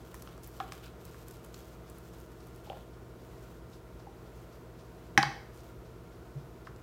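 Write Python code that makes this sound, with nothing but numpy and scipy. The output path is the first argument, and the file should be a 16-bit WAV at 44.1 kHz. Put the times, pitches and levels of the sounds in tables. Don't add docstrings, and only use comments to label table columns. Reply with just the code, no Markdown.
import sys
import numpy as np
from scipy import signal
from scipy.fft import rfft, irfft
from scipy.io import wavfile

SR = 44100
rng = np.random.default_rng(int(sys.argv[2]) if len(sys.argv) > 2 else 0)


def voltage_ratio(decibels):
    exponent = np.asarray(decibels, float) / 20
    return 10 ** exponent


def log_audio(samples):
    frames = np.atleast_2d(samples).T
    limited = np.clip(frames, -1, 1)
    pcm = np.round(limited * 32767).astype(np.int16)
    wavfile.write(sys.argv[1], SR, pcm)


N = 301100


def rms_one(x):
    return x / np.sqrt(np.mean(x ** 2) + 1e-20)


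def at_hz(points, hz):
    columns = np.array(points)
    return np.interp(np.log(hz), np.log(columns[:, 0]), columns[:, 1])


def coloured(x, spectrum):
    hz = np.maximum(np.arange(N // 2 + 1) * SR / N, 1)
    outside = (hz < spectrum[0][0]) | (hz > spectrum[-1][0])
    return rms_one(irfft(rfft(x) * voltage_ratio(at_hz(spectrum, hz)) * ~outside, N))


def drift(rate_hz):
    r = np.exp(-80 * np.pi * rate_hz / SR)
    noise = rng.standard_normal(N // 40 + 2002)
    slow = signal.lfilter([1], [1, -2 * r, r * r], noise)[2000:]
    return np.interp(np.arange(N) / 40, np.arange(len(slow)), rms_one(slow))


def ring(force, hz, t60, shortest=.003):
    r = voltage_ratio(-60 / (max(t60, shortest) * SR))
    w = 2 * np.pi * hz / SR
    return signal.lfilter([0, np.sin(w)], [1, -2 * r * np.cos(w), r * r], force + 1e-18)


def band(x, low_hz, high_hz):
    edges = [low_hz, min(high_hz, SR / 2.2)]
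    return signal.sosfilt(signal.butter(2, edges, "band", fs=SR, output="sos"), x)


MOTOR_HZ = 15.01
# (multiple of MOTOR_HZ, rms level/dB)
MOTOR_OVERTONES = [(3, -76), (8, -57), (11, -64), (12, -66), (16, -71), (17, -69), (19, -76), (22, -62),
                   (23, -71), (24, -70), (25, -65), (26, -69), (27, -72), (28, -77), (29, -69), (30, -66),
                   (31, -69), (32, -69), (33, -72), (34, -79), (35, -76), (41, -76), (42, -74), (43, -73),
                   (45, -80), (46, -77), (48, -82), (49, -76), (56, -80), (57, -87), (59, -86), (60, -84),
                   (61, -87), (62, -73), (65, -76), (68, -85), (70, -73), (72, -88), (73, -86), (74, -87),
                   (75, -84), (82, -85), (84, -83), (107, -91)]
# (f/Hz, rms level/dB, waver/dB)
STEADY_TONES = [(56.55, -57, .5), (66.3, -63, 2.5), (174.5, -72, 2.5), (523.4, -74, 1.5)]


def hum():
    t, out = np.arange(N) / SR, 0
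    for multiple, db in MOTOR_OVERTONES:
        out = out + voltage_ratio(db) * np.sin(2 * np.pi * (multiple * MOTOR_HZ * t + rng.random()))
    for hz, db, waver_db in STEADY_TONES:
        level = voltage_ratio(db + waver_db * drift(6.6))
        out = out + level * np.sin(2 * np.pi * (hz * t + rng.random()))
    return np.sqrt(2) * out


# (f/Hz, relative level/dB per Hz)
AIR_SPECTRUM = [(30, -26), (55, -0.5), (90, -0.5), (124, -3), (280, -8.5), (340, -6.5), (461, -9.5),
                (540, -12), (649, -8), (801, -16.5), (937, -20.5), (1250, -15), (1400, -22), (1720, -21.5),
                (3000, -28), (7000, -33.5), (10300, -37), (12500, -34.5), (16000, -36.5)]
# (f/Hz, width/Hz, rms level/dB)
AIR_RESONANCES = [(47.3, 8.6, -65), (815, 47, -80), (950.5, 54, -74), (1228, 76, -84), (1386.4, 40, -71),
                  (1492, 23, -75.5)]


def air():
    rush = voltage_ratio(-54.5 + .5 * drift(2.5)) * coloured(rng.standard_normal(N), AIR_SPECTRUM)
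    white = rng.standard_normal(N)
    resonances = 0
    for hz, width, db in AIR_RESONANCES:
        resonances = resonances + voltage_ratio(db) * rms_one(band(white, hz - width / 2, hz + width / 2))
    return rush + resonances


# (f/Hz, relative level/dB per Hz)
RUSTLE_SPECTRUM = [(880, -6), (1500, -2), (1900, -15.5), (3150, -10.5), (4330, -13), (10300, -31),
                   (13300, -26), (16000, -25)]
# (start t/s, length/s, rubbing rms level/dB, fizz over the rubbing/dB)
BLADE_STROKES = [(0, .12, -66, 1.5), (.14, 0.092, -70, 5.5), (.26, .07, -66, -3), (.43, .15, -69, 6),
                 (0.595, .09, -62, -2.5), (0.713, 0.051, -60, 1), (0.832, 0.031, -59, -4),
                 (0.999, 0.23, -68.5, 3.5), (1.27, 0.096, -68, 3), (1.434, 0.046, -69, 3),
                 (1.526, .1, -67.5, 4), (1.64, 0.11, -72, 3.5), (1.88, 0.22, -72, 4),
                 (2.129, .14, -70, 3.5), (2.3, .1, -77, 4), (2.42, 0.19, -73.5, 5.5),
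                 (2.644, 0.14, -64, -3), (2.795, .12, -78, 3), (3.188, 0.38, -73.5, 4),
                 (3.69, .08, -79, 10), (4.348, .07, -78, 8), (4.52, .07, -80, 9), (5.525, 0.17, -71, 3)]


def scrape():
    press_s, lift_s = 0.021, 0.034
    sizes = voltage_ratio(3.4 * np.minimum(rng.exponential(1, N), 5)) * rng.choice([-1, 1], N)
    grains_per_s = 3000 * voltage_ratio(4.0 * drift(15))
    grains = coloured(sizes * (rng.random(N) < grains_per_s / SR), RUSTLE_SPECTRUM)
    t, rub, fizz = np.arange(N) / SR, 0, 0
    for s, length, db, fizz_db in BLADE_STROKES:
        press = np.clip((t - s) / press_s + .5, 0, 1)
        contact = press * np.exp(-np.maximum(t - s - length, 0) / lift_s)
        rub = rub + voltage_ratio(db) * contact
        fizz = fizz + voltage_ratio(db + fizz_db) * contact
    return rub * rms_one(band(grains, 2080, 7440)) + fizz * rms_one(band(grains, 6050, 14900))


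# (f/Hz, relative level/dB per Hz)
SWISH_SPECTRUM = [(2000, -7), (3500, -3), (5300, -1.5), (7000, -8.5), (11000, -17)]


def swish():
    period_s, start_s = .2657, .002
    turn, phase = np.divmod(np.arange(N) / SR - start_s + period_s, period_s)
    strength = voltage_ratio(rng.normal(0, 2.6, 40))[turn.astype(int)]
    puff = (1 - np.exp(-phase / 0.0099)) * np.exp(-phase / 0.025)
    return voltage_ratio(-61.5) * strength * puff * coloured(rng.standard_normal(N), SWISH_SPECTRUM)


# (t/s, snap peak level/dB, snap centre f/Hz, snap breadth/octaves, dull pop of the tin peak level/dB)
BLADE_TICKS = [(0.143, -40, 9100, 1.9, -39.5), (0.222, -38, 7400, 2, -49),
               (0.274, -42.5, 3300, 0.83, -40.5), (0.3783, -49, 6400, 1.6, -45),
               (0.434, -42.5, 9200, 1.5, -62), (0.443, -40, 10000, 1.7, -65),
               (0.474, -37.5, 13300, 0.42, -58), (0.541, -58, 6900, 1.3, -65),
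               (0.7215, -34.5, 3500, 2.6, -37), (0.8598, -46, 4000, 1.9, -64),
               (1.052, -40.5, 9000, 1.9, -62), (1.144, -52, 4000, 1.5, -45), (1.283, -39.5, 9400, 1.6, -57),
               (1.3097, -42, 7300, 1.7, -53), (1.3684, -49, 7100, 1.8, -65), (1.447, -42.5, 9700, 1.6, -50),
               (1.462, -51, 8400, 1.5, -65), (1.543, -40, 4800, 1.3, -47), (1.8784, -58, 4700, 1.4, -65),
               (1.8988, -40.5, 9600, 1.1, -65), (1.984, -44, 11500, 0.8, -52), (2.137, -52, 4800, 1.2, -51),
               (2.2, -48, 10900, 1.1, -65), (2.318, -56, 8000, 1.6, -56), (2.405, -52, 5400, 1.5, -63),
               (2.4704, -50, 12400, 1.2, -65), (2.5604, -48, 10300, 1.5, -57),
               (5.5454, -51, 5550, 2.1, -62), (5.56, -54, 7200, 1.5, -63), (5.5744, -49, 6300, 1.2, -67),
               (5.605, -50, 6100, 1.2, -58), (6.6707, -50, 2780, 1.5, -36.5), (6.762, -51, 5200, 1.2, -67)]


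def ticks():
    snap_s, patter_db, patter_s = 0.0017, -12.5, 0.0068
    out, age = np.zeros(N), np.arange(1500) / SR
    fade = np.exp(-age / snap_s) + voltage_ratio(patter_db) * np.exp(-age / patter_s)
    for s, db, hz, octaves, pop_db in BLADE_TICKS:
        burst = rng.standard_normal(1500) * fade
        half = 2 ** (octaves / 2)
        snap = band(burst, hz / half, hz * half)
        pop = band(burst, 950, 1580)
        tick = voltage_ratio(db) * snap / np.abs(snap).max() + voltage_ratio(pop_db) * pop / np.abs(pop).max()
        at = round(s * SR)
        out[at:at + 1500] += tick[:N - at]
    return out


# (t/s, crack peak level/dB, crack f/Hz, hollow drive level/dB, hollow centre f/Hz)
CAN_KNOCKS = [(.6015, -37, 3300, -42, 795), (.6022, -25.5, 1290, -29, 763), (.7213, -37, 2340, -51, 800),
              (2.672, -53, 700, -46, 830), (2.6993, -37, 3020, -35.5, 787), (2.7007, -32.5, 590, -46, 764),
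              (2.719, -38, 715, -49, 687), (2.73, -42, 704, -47, 714), (2.77, -50, 650, -47, 677),
              (4.068, -53, 900, -41, 807), (5.1766, -4.5, 1920, -16, 806), (5.184, -39, 1700, -19, 801),
              (5.229, -16.5, 4570, -26, 842), (5.2315, -18, 1100, -25.5, 816)]
# (share of the hollow centre f, relative level/dB, t60/s)
HOLLOW_MODES = [(0.984, -5, 0.074), (1.017, -5, 0.071)]
# (f/Hz, relative level/dB before chance, t60/s)
WALL_MODES = [(1055, -6, 0.038), (1280, -17, 0.038), (1504, -8.5, 0.066), (1693, -6.5, 0.099),
              (1770, -13, .05), (1853, -6, 0.032), (2030, -20, .05), (2170, -9, 0.055), (2340, -20, 0.02),
              (2490, -12, 0.069), (2640, -18.5, .04), (3020, -10, 0.042), (3300, -16, 0.023),
              (3720, -15, .03), (3960, -13.5, .03), (4280, -24.5, .04), (4520, -24, 0.056),
              (5120, -19, .04), (5440, -6, 0.045), (5630, -1.5, 0.04), (5950, -5, 0.04),
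              (6300, -5.5, 0.035)]


def can():
    out, age = np.zeros(N), np.arange(6000) / SR
    click = 1. * (age == 0)
    for s, crack_db, crack_hz, hollow_db, hollow_hz in CAN_KNOCKS:
        chance = rng.standard_normal(6000)
        contact = signal.sosfilt(signal.butter(2, 2.54 * crack_hz, fs=SR, output="sos"), click)

        walls = 0
        for k, (hz, db, t60) in enumerate(WALL_MODES):
            walls = walls + (-1) ** k * voltage_ratio(db + 2.8 * chance[k]) * ring(contact, hz, t60)
        top_hz = 18100 * 2 ** (0.13 * crack_db)
        walls = signal.sosfilt(signal.butter(4, top_hz, fs=SR, output="sos"), walls)
        wall_db = -5 + .65 * hollow_db + 0.44 * crack_db

        breath = band(click, hollow_hz / 1.124, hollow_hz * 1.12)
        hollow = sum(voltage_ratio(db) * ring(breath, share * hollow_hz, t60) for share, db, t60 in HOLLOW_MODES)

        crack_t60 = 6.74 / crack_hz
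        crack = ring(ring(click, crack_hz, crack_t60, 2e-4), crack_hz, crack_t60, 2e-4)
        crack = voltage_ratio(crack_db) * crack / np.abs(crack).max()

        wash_fade = np.exp(-age / 0.0053) + voltage_ratio(-22) * np.exp(-age / 0.046)
        wash = voltage_ratio(-12) * band(chance * wash_fade, 3800, 6250)
        spray = voltage_ratio(-15.0) * band(chance * np.exp(-age / 0.00128), 5000, 13000)
        upper = voltage_ratio(1.47 * crack_db) * (wash + spray)

        slap = band(chance[::-1] * np.exp(-age / .0012), max(crack_hz / 2.66, 450), crack_hz * 1.5)
        slap = voltage_ratio(-14 + .68 * crack_db) * slap / np.abs(slap).max()

        at = round(s * SR)
        out[at:at + 6000] += slap + upper + voltage_ratio(wall_db) * walls + voltage_ratio(hollow_db) * hollow - crack
    return out


# (t/s, push strength level/dB, push length/s)
BOWL_THUMPS = [(5.178, -21, 0.0047), (5.186, -25, 0.056), (5.235, -25, 0.053), (6.344, -22.5, 0.044),
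               (6.685, -38, .025)]
# (f/Hz, relative level/dB, t60/s)
BOWL_MODES = [(141, -4.5, 0.14), (221.4, -2, 0.073), (314, 2, 0.086)]


def bowl():
    force = np.zeros(N)
    for s, db, length in BOWL_THUMPS:
        push = np.hanning(round(length * SR) + 3)
        push = push * np.sin(2 * np.pi * BOWL_MODES[0][0] * np.arange(len(push)) / SR + 1)
        force[round(s * SR):][:len(push)] += voltage_ratio(db) * push / np.abs(push).sum()
    return sum(voltage_ratio(db) * ring(force, hz, t60) for hz, db, t60 in BOWL_MODES)


# (f/Hz, t60/s)
ROOM_DECAY = [(150, 0.69), (800, 0.46), (3000, 0.52), (6000, 0.45), (12000, 0.36)]


def kitchen(x):
    age = np.arange(SR // 2) / SR
    white = rng.standard_normal((2, len(age)))
    tail = 0
    for k, low in enumerate(100 * 2. ** np.arange(8)):
        t60 = at_hz(ROOM_DECAY, np.sqrt(2) * low)
        tail = tail + band(white[k % 2], low, 2 * low) * voltage_ratio(-60 * age / t60)
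    tail = tail * np.clip((age - .003) / 0.0086, 0, 1)
    return signal.fftconvolve(x, tail / np.sqrt(np.sum(tail ** 2)))[:N]


def scene():
    near, thumps = ticks() + can(), bowl()
    room = voltage_ratio(-10.0) * kitchen(near + voltage_ratio(-4.5) * thumps)
    mix = hum() + air() + scrape() + swish() + near + thumps + room
    return mix[None]


def low_pass(x):
    return signal.sosfilt(signal.butter(12, 15900, fs=SR, output="sos"), x)


def record(dry):
    mix = signal.sosfilt(signal.butter(4, 34, "high", fs=SR, output="sos"), dry)
    return low_pass(mix)


dry = scene()
out = record(dry)
log_audio(out)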